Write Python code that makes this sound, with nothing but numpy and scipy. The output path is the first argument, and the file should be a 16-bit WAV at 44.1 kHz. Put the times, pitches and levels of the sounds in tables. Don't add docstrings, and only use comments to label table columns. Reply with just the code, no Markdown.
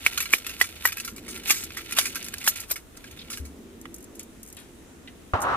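import sys
import numpy as np
from scipy import signal
from scipy.fft import rfft, irfft, next_fast_len
from scipy.io import wavfile

SR = 44100
rng = np.random.default_rng(int(sys.argv[2]) if len(sys.argv) > 2 else 0)


def to_wav(sig):
    pcm = np.clip(np.atleast_2d(sig), -1, 1) * 32767
    pcm = np.round(pcm).astype(np.int16)
    wavfile.write(sys.argv[1], SR, pcm.T)


def ratio(d):
    e = np.asarray(d, float) / 20
    return 10 ** e


N = 245195

# freq_hz, density_db
WOOD_SPECTRUM = [(20, -6), (40, -10.5), (70, -0.5), (110, -18), (160, -13), (240, -7), (430, -13),
                 (800, -22), (1500, -23), (3000, -26), (5000, -34), (7000, -27.5), (12000, -32),
                 (16000, -39)]
# freq_hz, likeness_0_to_1
WOOD_LIKENESS = [(60, 0.94), (180, 0.54), (550, 0.26), (1650, 0.06), (4970, 0.069), (15000, 0.076)]
# time_s, level_db
DRONE_LEVEL = [(0, -59), (.15, -52.5), (.79, -56.5), (1.26, -41.5), (1.72, -47.5), (2.29, -46.5),
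               (2.63, -61), (3.59, -44.5), (4.21, -46), (4.51, -50), (5.56, -49.5)]
# centre_hz, width_hz, level_db
DRONE_HUMPS = [(231.6, 25, 2.5), (265, 19, 0), (329.8, 26, -0.5), (384.7, 29, -3), (452, 44, -9),
               (185.3, 29, -6), (316, 247, 0)]
# freq_hz, density_db
SHOT_SPECTRUM = [(40, -15), (300, -14), (650, -5.5), (1050, 2.5), (1450, -9), (1900, -16), (4300, -33),
                 (6500, -65)]
# freq_hz, likeness_0_to_1
SHOT_LIKENESS = [(60, 1), (1000, 0.71), (2500, 0.05)]
# time_s, level_db
SHOT_ROLL = [(5.33, -28), (5.36, -32.5), (5.41, -29.5), (5.435, -26), (5.452, -21), (5.46, -23.5),
             (5.528, -22.5), (5.545, -23.5), (5.57, -27.5)]
# start_s, peak_db, pitch_hz, t60_s
THUDS = [
    (3.398, -33.5, 71.7, 0.32),
    (5.3353, -21.5, 94, 0.07),
    (5.349, -32, 110, 0.044),
]
# start_s, peak_db, low_hz, high_hz, t60_s
STOCK_TAPS = [(0.78, -42, 1600, 6000, .03), (3.19, -31, 2600, 4800, 0.11), (3.215, -32.5, 2700, 4200, 0.05),
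              (3.3, -37, 2700, 5400, .03), (3.8548, -27.5, 720, 2200, 0.018),
              (4.568, -37.5, 1200, 3900, 0.33), (3.7, -50, 1500, 5700, 0.024),
              (5.079, -45, 3100, 3270, 0.04), (5.0749, -34, 1600, 3600, 0.08),
              (4.1933, -35, 1800, 6300, 0.1), (1.492, -18, 2300, 2700, 0.04),
              (3.33, -25.5, 1900, 6000, 0.11)]
# start_s, peak_db, tone_hz, chatter_t60_s
BUCKLES = [(3.8133, -30, 7340, .04), (3.942, -22, 7760, .055), (3.962, -33, 9500, .035),
           (4.005, -38, 9000, .025), (3.9824, -31, 11260, .03), (4.0253, -37, 11400, .03),
           (4.041, -32, 9450, .04), (4.151, -34, 10100, .09), (4.1932, -20, 11000, .065),
           (4.229, -33, 12200, .05), (4.4304, -28, 9300, .035), (4.451, -38, 10000, .015),
           (4.462, -33, 9550, .02), (4.473, -32, 9040, .06), (4.485, -31, 11500, .04),
           (4.5, -33, 9000, .04), (4.526, -26, 11400, .035), (4.546, -38, 11200, .02),
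           (4.5675, -29, 10300, .04), (4.588, -33, 11300, .03), (4.595, -37, 9970, .25),
           (5.404, -28, 10400, .2), (5.417, -19, 9270, .075)]
# start_s, peak_db, tone_hz, chatter_t60_s
TICKS = [(1.2366, -42, 2240, .025), (1.264, -34, 2190, .025), (1.3523, -28, 2620, .025),
         (1.4764, -28, 2680, .02), (1.4968, -12, 9500, .03), (1.512, -18, 9200, 0.11),
         (1.5274, -23, 8130, .06), (1.7754, -30, 2210, .025), (1.8432, -40, 3340, 0.028),
         (1.8941, -37, 3170, .025), (1.909, -22.5, 2300, .03), (1.994, -17, 9100, 0.058),
         (2.145, -22, 9000, .06), (2.1929, -28, 2730, .03), (2.2275, -23, 6500, .008),
         (2.4634, -18, 2300, 0.037), (2.5224, -39, 2300, .025), (2.7018, -26, 9000, .025),
         (2.9666, -39, 9000, 0.018), (3.855, -42, 3520, .02), (4.1505, -44, 8580, .025),
         (4.2094, -36.5, 8240, .025)]
# freq_hz, level_db, t60_s
BARREL_MODES = [(1378, -1, 0.06), (1653, -7.5, 0.056), (2000, -26, 0.01), (2310, -7.5, 0.03),
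                (2600, 5.5, 0.011), (2960, 3.5, 0.014), (3586, 6.5, 0.0079), (4175, -5, 0.039)]
# freq_hz, level_db, t60_s
ROD_MODES = [(5200, -16, 0.012), (6870, 8, 0.013), (7990, 10, 0.0033), (9100, 13, 0.0017),
             (9650, -0.5, 0.025), (10300, 6, 0.0072), (11400, -24, 0.0083), (12500, -15, 0.02),
             (12700, -17, 0.021), (13660, -23, 0.0067), (13500, -16, 0.0067)]
# start_s, peak_db, tone_hz, swell_s
SINGS = [(.065, -21, 11600, .0015), (.1236, -35, 11600, .002), (.2059, -24, 11900, .002),
         (.2234, -22, 11900, .002), (.33, -19, 11800, .001), (.338, -20, 11800, .0008),
         (.3435, -20, 12100, .0015), (.366, -30, 11900, .0015), (.4663, -25, 12400, .002),
         (.614, -23, 12300, .003), (.849, -30, 12000, .0008), (.8545, -12, 12100, .0018),
         (.863, -21, 12600, .0008), (.8728, -13, 12000, .0009), (.877, -23, 12000, .002),
         (.8855, -21, 12300, 0.0014), (.9228, -26, 12300, 0.0018), (.9692, -29, 11800, .002),
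         (1.0001, -29, 11900, .002), (1.049, -31, 12300, 0.0035), (1.4815, -22, 11500, .001),
         (1.497, -22, 12200, .001), (1.5065, -16, 12200, .0013), (1.514, -16, 12100, .003),
         (1.6362, -29, 11600, .002), (1.9091, -34, 12600, 0.0016), (1.9709, -27, 12400, .002),
         (1.9874, -20, 12600, .004), (2.156, -25, 11400, .002), (2.2438, -39, 12400, .002),
         (2.4409, -31, 10800, .001), (2.4768, -9, 12050, .002), (2.483, -13, 12500, 0.0036),
         (2.6015, -29, 11900, .002), (2.7, -26, 12900, .002), (2.7102, -16, 12900, .002),
         (2.7134, -13, 12800, .002)]
# time_s, scrape_db
SLIDE_PRESSURE = [(0, -44), (.16, -40), (.28, -45.5), (.91, -49.5), (1.03, -49), (1.12, -64), (1.37, -45.5),
                  (1.43, -52.5), (1.48, -30.5), (1.61, -47), (1.82, -50), (1.94, -42.5), (2.27, -47.5),
                  (2.6, -43.5), (2.79, -84), (3.02, -56), (3.29, -54.5), (3.55, -73)]
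# start_s, knock_db, chink_db, knock_hz, chatter_t60_s
ROD_CONTACTS = [(0.0398, -31, -46, 2800, 0.039), (0.124, -30, -35, 2570, 0.028),
                (0.175, -14.5, -12.5, 1445, 0.047), (0.203, -18, -13, 2660, 0.046),
                (0.222, -23.5, -22, 2300, 0.096), (0.2552, -22, -26, 2310, 0.032),
                (0.3275, -19, -13, 2260, 0.054), (0.342, -34, -16.5, 2300, 0.095),
                (0.381, -32, -24.5, 1280, .04), (0.4453, -28.5, -32, 2600, 0.14),
                (0.465, -19.5, -16, 2830, 0.063), (0.4933, -26.5, -24, 2770, 0.12),
                (0.601, -23, -28, 2400, 0.028), (0.639, -26, -23, 2300, 0.082),
                (0.8725, -18.5, -15, 2300, 0.031), (0.885, -24.5, -22.5, 2460, 0.085),
                (0.921, -21, -21, 2520, 0.053), (0.97, -23, -25.5, 2600, 0.052),
                (0.9806, -25.5, -22, 2540, 0.091), (0.999, -23.5, -17, 2680, 0.041),
                (1.047, -32.5, -20.5, 2310, 0.068), (1.076, -25, -21, 1400, 0.084),
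                (1.161, -40, -25, 2320, 0.074), (1.18, -33.5, -32, 2500, .04),
                (1.28, -28, -23.5, 2310, 0.17), (1.343, -32, -33, 2720, 0.041), (1.374, -30, -27, 2040, 0.031),
           (1.434, -32.5, -34, 2880, 0.039), (1.472, -37, -37, 2310, .04), (1.483, -37, -17, 2310, 0.042),
           (1.544, -26, -18, 2320, 0.3), (1.6367, -32, -19.5, 2520, .027), (1.705, -28, -41, 2580, 0.017),
           (1.7692, -22, -22, 2300, 0.12), (1.908, -43, -27, 2270, .04), (1.922, -17.5, -15, 2460, 0.026),
           (1.965, -17, -18, 2850, 0.2), (2.01, -25.5, -16.5, 2330, 0.19),
           (2.055, -17.5, -16.5, 2485, 0.081), (2.155, -21.5, -14.5, 1610, 0.075),
           (2.2246, -32, -27, 1350, 0.033), (2.243, -48, -23.5, 2300, 0.038),
           (2.2634, -33, -25, 2150, 0.04), (2.283, -28.5, -23.5, 2500, 0.025),
           (2.3386, -21, -18.5, 2450, 0.0085), (2.382, -35, -19.5, 3500, 0.018),
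           (2.414, -27.5, -31, 2750, 0.04), (2.441, -25.5, -19.5, 2060, 0.032),
                (2.558, -30.5, -23.5, 2350, 0.12), (2.6, -44, -21.5, 2260, 0.071),
           (2.6357, -34, -34, 2600, 0.038), (2.758, -26, -24, 2246, 0.085),
           (2.9705, -39, -27.5, 2050, 0.019), (3.0409, -30, -37, 1670, 0.075),
           (3.0756, -37, -45, 3130, .037), (3.11, -41, -31.5, 3770, 0.037),
           (3.172, -38.5, -39, 3750, 0.031), (3.301, -27, -21.5, 1410, 0.16), (3.3328, -37, -32, 2300, 0.1),
           (3.3718, -28, -25.5, 1630, 0.066), (3.4503, -39.5, -34, 2270, 0.089)]
# start_s, peak_db, crack_db, rod_ring_db, rush_db
BLOWS = [
    (0.064, 1.5, -15.5, -12, -31),
    (0.336, 2.5, -17, -15, -25),
    (0.6129, 0, -13, -7.5, -28),
    (0.8533, -3.5, -8, -8, -27),
    (1.505, -6.5, 0, -3, -23),
    (1.9864, -6, 4.5, -4.5, -21),
    (2.4759, -7, 1, -0.5, -21),
    (2.7107, -22.5, 4, -9, -30),
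]
# main_hz, second_hz, second_db, third_hz, third_db
AIR_COLUMN = [(2300, 2580, -2.5, 2400, -17), (2320, 2500, 3, 2180, -3), (1983, 2440, -4, 2900, -10),
              (1900, 1200, -3, 1550, -5), (2370, 5400, -2.5, 960, -15.5), (1860, 3600, 10.5, 1450, -8),
              (1730, 1450, -3, 2900, 2.5), (1610, 2330, 7, 1100, -15)]
# column_t60_s, thump_db, thump_low_hz, chatter_t60_s
BLOW_DECAY = [(0.014, -23.5, 180, 0.063), (.012, -20.5, 220, .05), (.017, -23, 210, .08),
              (0.014, -26, 240, 0.067), (0.02, -19, 76, 0.12), (0.018, -23, 380, 0.11),
              (0.01, -23.5, 240, 0.1), (.015, -31.5, 360, 0.096)]
# delay_s, column_db, crack_db
REBOUND = [(.0044, -14, -9), (.0017, -5, -2), (.0026, -13, -5), (.0021, -2, 3.5), (.0038, -6, 0.5),
           (.0013, -4.5, 5), (0.001195, -1, 6), (.002, -8, -10)]

WOOD_DB = -49.5
SHOT_S, SHOT_DB, SHOT_T60_S, REPORT_RISE_S = 5.3352, -18.5, 0.18, 0.00083
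RIGHT_LAG_SAMPLES, SHOT_LAG_SAMPLES = 3.6, 3.2
TICK_T60_S, TICK_DB = 0.0077, 7
SING_WIDTH_HZ = 580
SLIDE_MEAN_DB, BRIGHT_DB, BRIGHT_FOLLOWS = -44.5, -45.5, 1.3
CHINK_LASTS, CHINK_LOW_HZ, CHINK_HIGH_HZ = 1.7, 7980, 12600
RING_HZ, RING_LATE_S = 12150, 0.001
RUSH_SWELL_S, RUSH_BRIGHT_DB = 0.012, 7
TREBLE_LEAN = 0.2


def rms_one(x):
    return x / np.sqrt(np.mean(x ** 2) + 1e-20)


def in_time(rows):
    s, *columns = np.transpose(rows)
    return [np.interp(np.arange(N) / SR, s, c, left=-120, right=-120) for c in columns]


def at_hz(points, hz):
    point_hz, value = np.transpose(points)
    return np.interp(np.log(hz), np.log(point_hz), value)


def drift(rate_hz):
    r = np.exp(-80 * np.pi * rate_hz / SR)
    white = rng.standard_normal(N // 40 + 2002)
    slow = signal.lfilter([1], [1, -2 * r, r * r], white)[2000:]
    return np.interp(np.arange(N) / 40, np.arange(len(slow)), rms_one(slow))


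def decay(t, t60_s):
    return ratio(-60 * t / t60_s)


def ring(clicks, hz, t60_s):
    r, w = ratio(-60 / (t60_s * SR)), 2 * np.pi * hz / SR
    return signal.lfilter([0, np.sin(w)], [1, -2 * r * np.cos(w), r * r], clicks + 1e-18)


def band(x, low_hz, high_hz):
    return signal.sosfilt(signal.butter(2, [low_hz, high_hz], "band", fs=SR, output="sos"), x)


def steep(x, low_hz, high_hz):
    return band(band(x, low_hz, high_hz), low_hz, high_hz)


def later(x, samples):
    size = next_fast_len(N + 64)
    turn = np.exp(-2j * np.pi * np.arange(size // 2 + 1) * samples / size)
    return irfft(rfft(x, size) * turn, size)[:N]


def grit(size, per_s, spread_db):
    sizes = ratio(spread_db * np.minimum(rng.exponential(1, size), 4))
    sizes = sizes * rng.choice([-1, 1], size)
    return sizes * (rng.random(size) < per_s / SR)


def body(clicks, modes, scatter_db):
    luck = rng.normal(0, 1, len(modes))
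    return sum(ratio(db + scatter_db * z) * ring(clicks, hz, t60_s)
               for (hz, db, t60_s), z in zip(modes, luck))


def add(out, s, sound, peak_db, pan_db, echo_db=-2.5):
    t = np.arange(800) / SR
    tails = rng.standard_normal((2, len(t))) * decay(t, 0.037)
    tails *= ratio(echo_db) / np.linalg.norm(tails, axis=1, keepdims=True)
    heard = sound + signal.fftconvolve(sound[None], tails, axes=1)[:, :len(sound)]
    pan = ratio(np.array([[pan_db], [-pan_db]]) / 2)
    heard *= ratio(peak_db) / np.max(np.abs(sound)) * pan
    i = round(s * SR)
    out[:, i:i + len(sound)] += heard[:, :N - i]


def banded_noise(spectrum, likeness, patchy_db):
    out, edges = 0, 22 * 2 ** np.arange(0, 9.6, 0.5)
    white = rng.standard_normal((2, 2, N))
    for k, (low_hz, high_hz) in enumerate(zip(edges, edges[1:])):
        mid, side = band(white[k % 2], low_hz, high_hz)
        hz = np.sqrt(low_hz * high_hz)
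        alike = np.clip(at_hz(likeness, hz), -1, 1)
        gain = ratio(at_hz(spectrum, hz) + patchy_db * drift(2.2))
        out = out + gain * (np.sqrt(1 + alike) * mid + np.sqrt(1 - alike) * side * [[1], [-1]])
    return rms_one(out)


def touches(rows, modes, tone_t60_s, ring_db, low_hz, high_hz, pan_db, echo_db):
    out, t = np.zeros((2, N)), np.arange(5000) / SR
    for s, peak_db, hz, chatter_t60_s in rows:
        fall = decay(t, max(chatter_t60_s, 0.004)) + ratio(TICK_DB) * decay(t, TICK_T60_S)
        onset = np.minimum(1, 0.15 + t / 0.0023)
        clicks = grit(len(t), 5000, 4.7) * fall * onset
        metal = rms_one(body(clicks, modes, 4)) + rms_one(ring(clicks, hz, tone_t60_s))
        sound = steep(ratio(ring_db) * metal + rms_one(clicks), low_hz, high_hz)
        add(out, s, sound, peak_db, pan_db, echo_db)
    return out


def wood_floor():
    return ratio(WOOD_DB) * banded_noise(WOOD_SPECTRUM, WOOD_LIKENESS, patchy_db=0.86)


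def traffic():
    swells = ratio(2.3 * drift(1.9))
    return ratio(-58.0) * swells * rms_one(band(rng.standard_normal(N), 30, 140))


def drone():
    out = 0
    for hz, width_hz, db in DRONE_HUMPS:
        hump = band(rng.standard_normal(N), hz - width_hz / 2, hz + width_hz / 2)
        out = out + ratio(db + 2.84 * drift(1.56)) * rms_one(hump)
    return ratio(in_time(DRONE_LEVEL)[0] - 3.5) * rms_one(out)


def far_shot():
    age = np.maximum(np.arange(N) / SR - SHOT_S, 0)
    roll_db, = in_time(SHOT_ROLL)
    noise = banded_noise(SHOT_SPECTRUM, SHOT_LIKENESS, patchy_db=1.5)
    report = ratio(SHOT_DB) * decay(age, SHOT_T60_S)
    out = (report + ratio(roll_db + 1.2 * drift(40))) * noise
    out *= np.minimum(age / REPORT_RISE_S, 1)
    out[1] = later(out[1], SHOT_LAG_SAMPLES)
    push = np.pad(np.hanning(120), (0, 12000))
    for s, peak_db, hz, t60_s in THUDS:
        add(out, s, ring(push, hz, t60_s), peak_db, 1.5)
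    return out


def stock():
    out, t = np.zeros((2, N)), np.arange(6000) / SR
    for s, peak_db, low_hz, high_hz, t60_s in STOCK_TAPS:
        tap = rng.standard_normal(len(t)) * decay(t, t60_s)
        add(out, s, band(tap, low_hz, high_hz), peak_db, -1)
    return out


def buckles():
    return touches(BUCKLES, ROD_MODES, tone_t60_s=0.0099, ring_db=-13.0, low_hz=5420, high_hz=14500,
                   pan_db=0.5, echo_db=-5.0)


def light_ticks():
    return touches(TICKS, BARREL_MODES + ROD_MODES, tone_t60_s=0.012, ring_db=-7.5, low_hz=1200, high_hz=14100,
                   pan_db=-1.5, echo_db=-5.0)


def sings():
    out, t = np.zeros((2, N)), np.arange(1500) / SR
    for s, peak_db, hz, swell_s in SINGS:
        x = t / max(swell_s, 0.0004)
        rub = rng.standard_normal(len(t)) * x * np.exp(-x)
        add(out, s, band(rub, hz - SING_WIDTH_HZ, hz + SING_WIDTH_HZ), peak_db - 3.0, 3.0, echo_db=1.0)
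    return out


def slide():
    dull_db, = in_time(SLIDE_PRESSURE)
    bright_db = BRIGHT_DB + BRIGHT_FOLLOWS * (dull_db - SLIDE_MEAN_DB)
    clump = ratio(3 * drift(70))
    dull = clump * (grit(N, 1200, 4) + 0.6 * grit((2, N), 1200, 4))
    bright = clump * (grit(N, 2000, 4) + 0.6 * grit((2, N), 2000, 4))
    barrel = rms_one(body(dull, BARREL_MODES, 0)) + ratio(-0.5) * rms_one(steep(dull, 1130, 4660))
    rod = ratio(-8) * rms_one(body(bright, ROD_MODES, 0)) + rms_one(band(bright, 4500, 15000))
    out = ratio(dull_db - 2.5) * barrel * ratio([[-1.5], [1.5]])
    return out + ratio(bright_db) * rod * ratio([[0.1], [-0.1]])


def rod_touches():
    rows = ROD_CONTACTS
    tones_hz = CHINK_LOW_HZ + (CHINK_HIGH_HZ - CHINK_LOW_HZ) * np.sqrt(rng.random(len(rows)))
    knocks = [(s, knock_db, hz, t60_s) for s, knock_db, _, hz, t60_s in rows]
    chinks = [(s, chink_db, hz, CHINK_LASTS * t60_s)
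              for (s, _, chink_db, _, t60_s), hz in zip(rows, tones_hz)]
    chinks += [(s + RING_LATE_S, ring_db - 3.0, RING_HZ, chatter_t60_s)
               for (s, _, _, ring_db, _), (_, _, _, chatter_t60_s) in zip(BLOWS, BLOW_DECAY)]
    out = touches(knocks, BARREL_MODES, tone_t60_s=0.035, ring_db=-10.5, low_hz=1196, high_hz=6070,
                  pan_db=-3.0, echo_db=-7.0)
    return out + touches(chinks, ROD_MODES, tone_t60_s=0.0074, ring_db=-12, low_hz=3720, high_hz=15540,
                         pan_db=-0.6, echo_db=-2.0)


def blows():
    out, t = np.zeros((2, N)), np.arange(3000) / SR
    for blow, tones, dying, rebound in zip(BLOWS, AIR_COLUMN, BLOW_DECAY, REBOUND):
        s, peak_db, crack_db, _, rush_db = blow
        air_hz, second_hz, second_db, third_hz, third_db = tones
        column_t60_s, thump_db, thump_hz, _ = dying
        delay_s, column_again_db, crack_again_db = rebound

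        hit = -1.0 * (t == 0)
        again = np.roll(hit, round(delay_s * SR))
        crack = hit + ratio(crack_again_db) * again
        click = hit + ratio(column_again_db) * again

        column = ring(click, air_hz, column_t60_s)
        column = column + ratio(second_db) * ring(click, second_hz, 0.01)
        column = column + ratio(third_db) * ring(click, third_hz, 0.011)
        add(out, s, band(column, 770, 5700), peak_db, -4.5, echo_db=-9.5)

        crackle = 3.35 * crack + grit(len(t), 9000, 2.5) * decay(t, 0.073)
        add(out, s, band(crackle, 1260, 8500), peak_db + crack_db, -1)

        thump = click + 0.13 * rng.standard_normal(len(t)) * decay(t, 0.023)
        add(out, s, band(thump, thump_hz, 970), thump_db, 0)

        wash = rng.standard_normal(len(t)) * decay(t, 0.077)
        add(out, s + 0.00307, steep(wash, 1380, 3800), peak_db - 24.5, -2.5)

        rush = grit(len(t), 3600, 0.7) * np.exp((t - t[-1]) / RUSH_SWELL_S)
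        start_s = max(s - t[-1], 0)
        rush = rush[len(t) - round((s - start_s) * SR):]
        add(out, start_s, steep(rush, 890, 4500), rush_db, -2)
        add(out, start_s, band(rush, 4600, 14800), rush_db + RUSH_BRIGHT_DB, 0)
    return out


def scene():
    near = far_shot() + stock() + buckles() + light_ticks() + sings() + slide() + rod_touches() + blows()
    near += TREBLE_LEAN * band(near, 8500, 22000) * [[1], [-1]]
    near[1] = later(near[1], RIGHT_LAG_SAMPLES)
    return wood_floor() + traffic() + drone() + near


def low_pass(x):
    return signal.sosfilt(signal.butter(12, 16490, fs=SR, output="sos"), x)


def record(dry):
    cut = signal.sosfilt(signal.cheby2(12, 60, 16300, fs=SR, output="sos"), dry)
    limited = 1.486 * np.tanh(cut / 1.527)
    return low_pass(np.clip(limited, -1, 1))


dry = scene()
out = record(dry)
to_wav(out)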